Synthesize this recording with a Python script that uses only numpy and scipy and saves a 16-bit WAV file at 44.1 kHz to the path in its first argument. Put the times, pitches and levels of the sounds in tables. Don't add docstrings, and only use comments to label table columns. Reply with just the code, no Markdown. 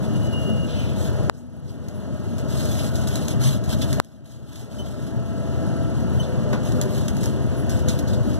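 import sys
import numpy as np
from scipy import signal
from scipy.fft import rfft, irfft, next_fast_len
from scipy.io import wavfile
from scipy.ndimage import uniform_filter1d, map_coordinates

SR = 44100
rng = np.random.default_rng(int(sys.argv[2]) if len(sys.argv) > 2 else 0)


def materialize(psi):
    bounded = np.clip(np.atleast_2d(psi).T, -1, 1)
    quanta = np.round(bounded * 32767).astype(np.int16)
    wavfile.write(sys.argv[1], SR, quanta)


N = 369980
PORT_DELAY_S = .000427


def amp(db):
    return 10 ** (np.asarray(db) / 20)


def unit(x):
    return x / np.sqrt(np.mean(x ** 2) + 1e-20)


def clock():
    return np.arange(N) / SR


def along(points, hz):
    f, v = np.transpose(points)
    return np.interp(np.log(hz + 1), np.log(f + 1), v)


def curves(rows):
    s, *cols = np.transpose(rows)
    return [np.interp(clock(), s, c) for c in cols]


def wobble(knots_per_s):
    knots = rng.standard_normal(int(N * knots_per_s / SR) + 4)
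    return map_coordinates(knots, [clock() * knots_per_s])


def cycle(hz):
    return 2 * np.pi * np.cumsum(hz) / SR


def filtered(x, response):
    size = next_fast_len(N + SR // 2)
    spectrum = rfft(x, size) * response(np.fft.rfftfreq(size, 1 / SR))
    return irfft(spectrum, size)[..., :N]


def white():
    return rng.standard_normal((2, N))


def patchy(x, depth_db):
    z = signal.stft(x, nperseg=512)[2]
    field = rng.standard_normal(z.shape[1:])
    field = uniform_filter1d(field, size=3, axis=0)
    field = uniform_filter1d(field, size=5, axis=1)
    return signal.istft(z * amp(depth_db * unit(field)), nperseg=512)[1][:, :N]


def burst(s, attack_s, t60_s):
    age = np.arange(SR // 2) / SR
    shape = (1 - np.exp(-age / attack_s)) * amp(-60 * age / t60_s)
    return np.pad(shape, (round(s * SR), N))[:N]


def swell(s, length_s):
    u = np.clip((clock() - s) / length_s, 0, 1)
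    return np.sin(np.pi * u ** 0.43) ** 2


def held(s, length_s, attack_s, release_s):
    age = clock() - s
    return np.clip(age / attack_s, 0, 1) * np.exp(-np.maximum(age - length_s, 0) / release_s)


# f/Hz, width/Hz, lift/dB
PANEL_MODES = [(126, 33, 2), (226, 18, -0.5), (301.9, 5.3, 7), (396.5, 6.2, 7), (603, 34, 4.5),
               (657, 74, 2.5), (471, 32, -6), (766, 44, -3.5)]
# f/Hz, share/0-1
AXIAL_SHARE = [(100, 1), (500, .98), (1900, 1), (4900, 1), (5900, .92), (7100, .87), (8300, .68),
               (13000, .6)]
# f/Hz, share/0-1
BACKWARD_SHARE = [(600, 0.01), (1100, 0), (1800, 0), (4200, 0.17), (6600, 0.33), (7700, 0.16), (9000, 0.9),
                  (12600, .67)]


def cabin(drive, colour):
    def gain(hz):
        lift_db = sum(db / (1 + (2 * (hz - centre) / width) ** 2) for centre, width, db in PANEL_MODES)
        return amp(along(colour, hz) + lift_db)

    def response(hz):
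        back = np.clip(along(BACKWARD_SHARE, hz), 0, 1)
        axial = np.clip(along(AXIAL_SHARE, hz), 0, 1)
        alike = axial * (1 - back + back * np.exp(4j * np.pi * PORT_DELAY_S * hz))
        unlike = np.sqrt(np.abs(1 - np.abs(alike) ** 2))
        return gain(hz) * np.array([np.ones_like(hz), alike, unlike])

    left, shared, apart = filtered(drive[[0, 0, 1]], response)
    return unit(np.array([left, shared + apart]))


# t/s, level over usual/dB
RAIL_ROUGHNESS = [(0, 0.5), (.45, 1), (.72, -0.6), (.92, -0.5), (1.2, 2.5), (1.5, -2), (2.05, 1), (2.3, -3),
                  (2.62, 1), (3.05, 0.8), (3.3, 1), (3.5, -1.5), (3.62, -3), (3.95, 2.5), (4.3, 0),
                  (4.85, 4.5), (5.42, -1), (5.68, 1), (6.05, 1), (6.85, 2.5), (7.1, 1.5), (7.8, 2),
                  (8.39, 1)]
# t/s, level over usual/dB
DEEP_LEVEL = [(0, -3), (1.4, 2.5), (2.2, -4.5), (2.8, 0), (3.3, 0.5), (4.2, -1), (5.3, 0.5), (6, 0.5),
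              (6.7, -0.5), (7.5, 0.5), (8.39, 4.5)]
# f/Hz, level/dB
RUMBLE_SPECTRUM = [(12, -54), (22, -43), (35, -14), (50, -10.5), (75, 0), (105, -1.5), (135, 0), (165, -6),
                   (220, -5), (330, -16), (450, -37), (800, -80)]
ROLL_SPECTRUM = [(150, -36), (280, -0.5), (370, 0.5), (450, 3), (560, 0), (680, -2.5), (770, -5.5),
                 (1150, -12.5), (1420, -10), (1750, -15), (2200, -22.5), (3500, -25), (8000, -82)]
HISS_SPECTRUM = [(900, -14), (2000, -17), (2900, 19.5), (3500, -6), (4400, 14.5), (5000, 6.5), (7000, 9.5),
                 (8200, -2), (10000, 2), (12000, -10), (14500, -34)]
RUMBLE_DB, ROLL_DB, HISS_DB = -22.5, -35.5, -52
RUMBLE_DB_PER_RAIL_DB, HISS_DB_PER_RAIL_DB = 0.53, 0.81
DEEP_HZ = 95


def running():
    rail_db, = curves(RAIL_ROUGHNESS)
    deep_db, = curves(DEEP_LEVEL)
    rumble_db = RUMBLE_DB + RUMBLE_DB_PER_RAIL_DB * rail_db + 1.03 * wobble(11)
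    rumble = amp(rumble_db) * cabin(white(), RUMBLE_SPECTRUM)
    deep = filtered(rumble, lambda hz: 1 / (1 + (hz / DEEP_HZ) ** 10))
    roll_db = ROLL_DB + rail_db + 0.093 * wobble(8.4)
    roll = amp(roll_db) * cabin(patchy(white(), depth_db=1.5), ROLL_SPECTRUM)
    hiss_db = HISS_DB + HISS_DB_PER_RAIL_DB * rail_db + 0.12 * wobble(3.1)
    hiss = amp(hiss_db) * cabin(white(), HISS_SPECTRUM)
    return rumble + (amp(deep_db) - 1) * deep + roll + hiss


# t/s, f/Hz, level/dB, overtones re tone/dB
GEAR_TONE = [(0, 642, -42.5, -12), (1.2, 647.6, -46.5, -12), (2.3, 648.3, -47.5, -8.5), (3, 652, -43, -14),
             (3.5, 658, -52, -4), (4, 661, -44, -17), (4.8, 661.7, -42, -7), (5.3, 663, -39, -11.5),
             (5.75, 664.4, -40, -9), (6.3, 668, -52, -3.5), (7.1, 667.5, -50, -16), (7.5, 665.7, -43, -23),
             (8.39, 664.7, -46, -26)]
# t/s, f/Hz, level/dB, third harmonic re tone/dB
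MOTOR_TONE = [(0, 483, -48.5, -20), (.85, 486.4, -44, -23), (2.2, 490.7, -51.5, -15),
              (5.3, 495.4, -51, -30), (5.6, 506.6, -43, -22), (5.9, 506, -52, -22), (6.3, 502.5, -39, -28),
              (6.95, 505.7, -41, -30), (7.15, 502, -46, -25), (7.85, 504.7, -37.5, -20),
              (8.39, 505, -43.5, -22)]
# t/s, f/Hz, level/dB
DRIVE_DRONE = [(0, 363.4, -56), (4.2, 363.6, -47), (4.9, 368.7, -44.5), (6, 372, -44.5),
               (7.6, 375.4, -42.5), (8.39, 373.8, -46.5)]
GEAR_WAVER_HZ, GEAR_FLUTTER_DB = 2.2, 1.9


def traction():
    gear_hz, gear_db, over_db = curves(GEAR_TONE)
    mesh = cycle(gear_hz + GEAR_WAVER_HZ * wobble(30))
    upper = np.sin(2 * mesh) + amp(-8) * np.sin(2.48 * mesh)
    gear = np.sin(mesh) + amp(over_db + 1.6 * wobble(11)) * upper
    gear = amp(gear_db + GEAR_FLUTTER_DB * wobble(12)) * gear

    motor_hz, motor_db, third_db = curves(MOTOR_TONE)
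    shaft = cycle(motor_hz + 2.09 * wobble(20))
    motor = np.sin(shaft) + amp(third_db) * np.sin(3 * shaft)
    motor = amp(motor_db + 1.7 * wobble(16)) * motor

    drone_hz, drone_db = curves(DRIVE_DRONE)
    drone = amp(drone_db + 2.6 * wobble(9)) * np.sin(cycle(drone_hz + 2 * wobble(20)))
    return np.sqrt(2) * (gear + motor + drone)


# t/s, f/Hz, level/dB, octave re tone/dB, length/s
PASSING_TONES = [(0, 596.6, -46, -25, 1.4), (1.852, 603, -39.5, -22, .35), (2.1, 630.4, -47.5, -16, 2.3),
                 (2.3, 604, -46.5, -29, 1.7), (2.853, 1494, -50, -30, 0.28), (2.8, 1437, -52.5, -30, 0.43),
                 (4.704, 610, -36, -22, 0.23), (6.3, 1198, -53.5, -30, 0.63), (6.403, 605, -35, -24, 0.12),
                 (6.748, 598, -41, -22, 0.15), (7.55, 1516, -52, -32, 0.58), (8.028, 600, -39.5, -25, 0.3)]
PASSING_FADE_S = 0.068


def passing_tones():
    out = np.zeros(N)
    for s, hz, db, octave_db, length_s in PASSING_TONES:
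        phase = cycle(hz + 5.48 * wobble(40))
        tone = np.sin(phase) + amp(octave_db) * np.sin(2 * phase)
        envelope = held(s, length_s, PASSING_FADE_S, PASSING_FADE_S)
        out += amp(db + 1.5 * wobble(18)) * envelope * tone
    return np.sqrt(2) * out


# t/s, level/dB, f/Hz, length/s
PANEL_BOOMS = [(0.453, -34, 388, 0.12), (0.474, -25, 214.8, 0.12), (1.317, -30, 245, 0.45),
               (3.345, -37.5, 392, 0.13), (6.729, -23.5, 238.6, 0.11), (6.77, -37.5, 389, 0.39),
               (3.355, -19, 128, 0.14), (3.44, -16.5, 127, 0.14), (4.286, -23.5, 125, 0.36),
               (6.133, -22.5, 130, 0.17), (6.937, -24, 129.9, 0.14)]


def booms():
    out = np.zeros(N)
    for s, db, hz, length_s in PANEL_BOOMS:
        tone = np.sin(cycle(hz + 6 * wobble(40)))
        out += amp(db + 1.6 * wobble(30.4)) * swell(s, length_s) * tone
    return np.sqrt(2) * out


# t/s, level/dB, f/Hz above which the spectrum falls, t60/s
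TRACK_KNOCKS = [(0.491, -16, 220, 0.17), (3.335, -26, 252, 0.21), (3.762, -25, 120, 0.07),
                (4.798, -15.5, 252, 0.13), (6.456, -21, 234, 0.12), (6.528, -24, 1490, 0.16),
                (6.984, -30, 222, .08)]
KNOCK_ATTACK_S = .0015


def knocks():
    out = np.zeros((2, N))
    for s, db, hz, t60_s in TRACK_KNOCKS:
        colour = [(hz / 4, -30), (hz * 0.2, 0), (hz, -2), (hz * 1.03, -7), (hz * 4, -22), (hz * 10, -60)]
        out += amp(db) * burst(s, KNOCK_ATTACK_S, t60_s) * cabin(white(), colour)
    return out


# t/s, f/Hz, level/dB
SQUEAL_TRACK = [(0, 2880, -85), (.09, 2880, -56), (.168, 2885, -42), (.2, 2890, -56), (.235, 2926, -44),
                (.3, 2926, -45), (.32, 2885, -50), (.335, 2868, -39), (.385, 2866, -37), (.41, 2862, -42),
                (.48, 2861, -39.5), (.54, 2859, -42.5), (.652, 2856, -40.5), (.668, 2870, -55),
                (.79, 2935, -47), (.92, 2870, -56), (1.05, 2860, -110)]
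# t/s, f/Hz, level/dB, length/s
CHIRPS = [(0.785, 3030, -33, 0.045), (0.793, 3270, -45, 0.1), (4.784, 3036, -23, 0.072),
          (6.196, 3029, -25.5, 0.039)]
CHIRP_HARMONICS_DB = [-6.5, -18, -19, -24]
SQUEAL_JITTER_HZ, SQUEAL_WAVER_HZ, CHIRP_JITTER_HZ = 5.8, 2.1, 32


def squeaks():
    squeal_hz, squeal_db = curves(SQUEAL_TRACK)
    unsteady_hz = squeal_hz + SQUEAL_JITTER_HZ * wobble(540) + SQUEAL_WAVER_HZ * wobble(36.4)
    out = amp(squeal_db + 1.6 * wobble(51.6)) * np.sin(cycle(unsteady_hz))
    for s, hz, db, length_s in CHIRPS:
        phase = cycle(hz + CHIRP_JITTER_HZ * wobble(600))
        tone = sum(amp(d) * np.sin(k * phase) for k, d in enumerate(CHIRP_HARMONICS_DB, start=1))
        out += amp(db) * swell(s, length_s) * tone
    return np.sqrt(2) * out


# t/s, level/dB, centre f/Hz, length/s
TRIM_SCRAPES = [(0.032, -46.5, 3180, 0.067), (0.676, -41.5, 3060, 0.14), (0.736, -41.5, 2690, 0.36),
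                (0.805, -71, 4350, 0.12), (1.335, -43, 5700, 0.05), (1.367, -42, 7100, 0.087),
                (1.675, -43.5, 4700, 0.06), (2.789, -34.5, 3200, 0.056), (3.809, -33, 3380, 0.058),
                (4.825, -44, 3500, 0.13), (6.224, -43.5, 3770, 0.061), (7.882, -34, 4500, 0.05),
                (8.07, -42, 4300, 0.076), (8.129, -40.5, 4000, 0.047)]


def scrapes():
    out = np.zeros((2, N))
    slips = patchy(white(), depth_db=2.0)
    for s, db, hz, length_s in TRIM_SCRAPES:
        colour = [(hz * .4, -40), (hz * .7, -12), (hz * .92, 0), (hz * 1.25, -5), (hz * 2, -13), (hz * 4, -26)]
        out += amp(db) * swell(s, length_s) * cabin(slips, colour)
    return out


# t/s, level/dB, length/s
RUSTLE_STROKES = [(0, -53, 0.57), (0.94, -43.5, 0.13), (1.14, -64, 0.24), (1.336, -46, 0.035),
                  (1.677, -44.5, 0.031), (2.475, -37.5, 0.25), (2.732, -35.5, 0.14), (2.895, -43.5, 0.13),
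                  (3.072, -40.5, 0.25), (3.391, -35, 0.13), (3.667, -35, 0.058), (3.768, -43, 0.38),
                  (4.234, -36.5, 0.087), (4.363, -43, 0.13), (4.46, -37.5, 0.18), (4.688, -41.5, 0.22),
                  (4.898, -45, 0.17), (6.608, -46, 0.22), (6.871, -43, 0.15), (7.122, -46.5, 0.072),
                  (7.19, -38, 0.061), (7.689, -44, 0.11), (7.86, -41, 0.055), (8.074, -51, 0.08),
                  (8.215, -51, 0.14)]
# f/Hz, level/dB
RUSTLE_SPECTRUM = [(500, -3), (1400, -3), (2400, -6), (3200, 0.5), (4400, -2), (5800, -4), (7000, -1),
                   (8200, -8.5), (10000, -7.5), (12000, -6), (14500, -18)]
STROKE_ATTACK_S, STROKE_RELEASE_S = 0.028, 0.047
STIR_DB = -52.5
CRACKLES_PER_S, CRACKLE_DB = 49, 11


def rustle():
    power = amp(STIR_DB) ** 2
    for s, db, length_s in RUSTLE_STROKES:
        power = power + (amp(db) * held(s, length_s, STROKE_ATTACK_S, STROKE_RELEASE_S)) ** 2
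    grains = patchy(white(), depth_db=2.6) * amp(1.8 * wobble(1500))
    creases = white() * (rng.random(N) < CRACKLES_PER_S / SR)
    grains = grains + amp(CRACKLE_DB) * creases
    unsteady = amp(1.95 * wobble(30) + 1.38 * wobble(120))
    return np.sqrt(power) * unsteady * cabin(grains, RUSTLE_SPECTRUM)


# t/s, level before CRINKLE_LIFT_DB/dB, tick re spray/dB
CRINKLE_EVENTS = [(1.883, -42, 1), (2.245, -59, 0), (2.381, -41.5, -7), (2.494, -54, 1), (2.652, -38.5, 3),
                  (2.713, -48, -1), (2.954, -41, 5), (3.07, -32.5, -11), (3.155, -35, 2.5),
                  (3.281, -39.5, 13), (3.42, -52, 4), (3.638, -39, -10), (3.816, -34.5, -2),
                  (3.927, -35, 0), (4.046, -37.5, 6), (4.556, -34, 7), (4.595, -38.5, 9), (5.07, -46, 3),
                  (6.527, -39.5, -6), (6.65, -46.5, 0), (6.721, -48, 12), (6.813, -33, 0),
                  (6.978, -43.5, 9), (7.011, -52, 8), (7.081, -37, 6), (7.167, -43, -1), (7.211, -49, 4),
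                  (7.231, -35.5, -6), (7.255, -43, 0), (7.694, -33.5, -8), (7.79, -46, 5),
                  (7.884, -31.5, 3), (7.989, -39.5, 5), (8.08, -46, 2), (8.134, -52, 5)]
# f/Hz, level/dB
CRINKLE_SPECTRUM = [(600, -22), (1500, 0), (2400, -6), (3200, -1.5), (4200, -1.5), (5800, -1.5), (7000, 3),
                    (8200, -8.5), (10000, -6), (12000, -6), (14500, -10)]
CRINKLE_LIFT_DB = 3.5
SPRAY_ATTACK_S, SPRAY_T60_S, TICK_ATTACK_S, TICK_T60_S = .002, .13, .0002, .02


def crinkles():
    envelope = np.zeros(N)
    for s, db, tick_db in CRINKLE_EVENTS:
        spray = burst(s, SPRAY_ATTACK_S, SPRAY_T60_S)
        tick = amp(tick_db) * burst(s, TICK_ATTACK_S, TICK_T60_S)
        envelope += amp(db + CRINKLE_LIFT_DB) * (spray + tick)
    grains = patchy(white(), depth_db=2) * amp(3.5 * wobble(900))
    return envelope * cabin(grains, CRINKLE_SPECTRUM)


# t/s, spike re full scale/dB, ring re spike/dB
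MICROPHONE_SNAPS = [(1.2977, 17.25, -29.9), (4.0004, 23.6, -24.2)]
# f/Hz, level/dB, t60/s
SNAP_RING = [(1050, -12, .012), (4240, 0, .0073), (7570, -7.4, .0073)]
SPIKE_S, REBOUND_S, REBOUND_WIDTH_S, REBOUND_DB = .000232, .0005, .000257, -16.4


def lobe(u):
    return np.cos(np.pi / 2 * np.clip(u, -1, 1)) ** 2


def snaps():
    out = np.zeros(N)
    for s, db, ring_db in MICROPHONE_SNAPS:
        age = clock() - s
        since = np.clip(age + SPIKE_S, 0, 1)
        ring = sum(amp(d - 60 * since / t60_s) * np.sin(2 * np.pi * hz * since) for hz, d, t60_s in SNAP_RING)
        spike = -lobe(age / SPIKE_S)
        rebound = amp(REBOUND_DB) * lobe((age - REBOUND_S) / REBOUND_WIDTH_S)
        out += amp(db) * (amp(ring_db) * ring + spike + rebound)
    return out


# t/s, level/dB, length/s
TICK_RUNS = [(.1, -62, 1.5), (1.503, -67, .8), (4.9, -65, 0.64), (5.6, -62, 0.3), (5.979, -64, .4),
             (7.296, -62, 0.44)]
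# f/Hz, level/dB
TICK_SPECTRUM = [(5000, -42), (9200, -14.5), (10400, 4.5), (11200, -1), (12300, -20)]
TICKS_PER_S, FOCUS_T60_S = 30, .022


def focus_ticks():
    runs = sum(amp(db) * held(s, length_s, attack_s=.03, release_s=0.026) for s, db, length_s in TICK_RUNS)
    since = clock() % (1 / TICKS_PER_S)
    decay = unit(amp(-60 * since / FOCUS_T60_S))
    ring = unit(filtered(white(), lambda hz: amp(along(TICK_SPECTRUM, hz))))
    return runs * amp(1.8 * wobble(26)) * decay * ring


# t/s, peak level of each partial/dB, length/s
WHIR_EVENTS = [(1.94, -49, .09), (7.565, -48, 0.11)]
WHIR_PARTIALS_HZ = [10100, 11950]


def whirs():
    pair = sum(np.sin(cycle(hz + 45 * wobble(500))) for hz in WHIR_PARTIALS_HZ)
    return pair * sum(amp(db) * swell(s, length_s) for s, db, length_s in WHIR_EVENTS)


# f/Hz, left re right/dB, extra lag of right/rad
PORT_RESPONSE = [(40, 3.5, .11), (96.5, 3, .32), (204, 2.5, 0.68), (400, 2, 0.87), (700, 1.4, 0.37),
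                 (1100, 1.2, .07), (1700, 1, 0), (2200, 0, 0), (2500, 0, 0), (3000, 1, 0), (3500, 0, 0),
                 (4700, 0, 0), (7500, -.6, .15), (12200, -3, 0)]


def scene():
    train = running() + traction() + passing_tones() + booms() + knocks()
    sound = train + squeaks() + scrapes() + rustle() + crinkles()
    ports = np.array(PORT_RESPONSE)

    def response(hz):
        lean = amp(np.outer([.5, -.5], along(ports[:, :2], hz)))
        lag = np.exp(-1j * np.outer([0, 1], along(ports[:, ::2], hz)))
        return lean * lag

    return filtered(sound, response) + snaps() + focus_ticks() + whirs()


def gain_control(x, release_db_per_s=16, attack_s=0.00034, ceiling_db=0):
    level_db = 20 * np.log10(np.abs(x).max(axis=0) + 1e-9)
    excess_db = np.maximum(level_db - ceiling_db, 0)
    recovery_db = release_db_per_s * clock()
    cut_db = np.maximum.accumulate(excess_db + recovery_db) - recovery_db
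    keep = np.exp(-1 / (attack_s * SR))
    return x * amp(-signal.lfilter([1 - keep], [1, -keep], cut_db))


TOP_HZ = 14300


def record(dry):
    right = -filtered(dry[1], lambda hz: np.exp(-2j * np.pi * PORT_DELAY_S * hz))
    held_down = gain_control(np.array([dry[0], right]))
    clipped = held_down / (1 + np.abs(held_down / .97) ** 5) ** (1 / 5)
    return filtered(clipped, lambda hz: 1 / (1 + (hz / TOP_HZ) ** 240))


dry = scene()
out = record(dry)
materialize(out)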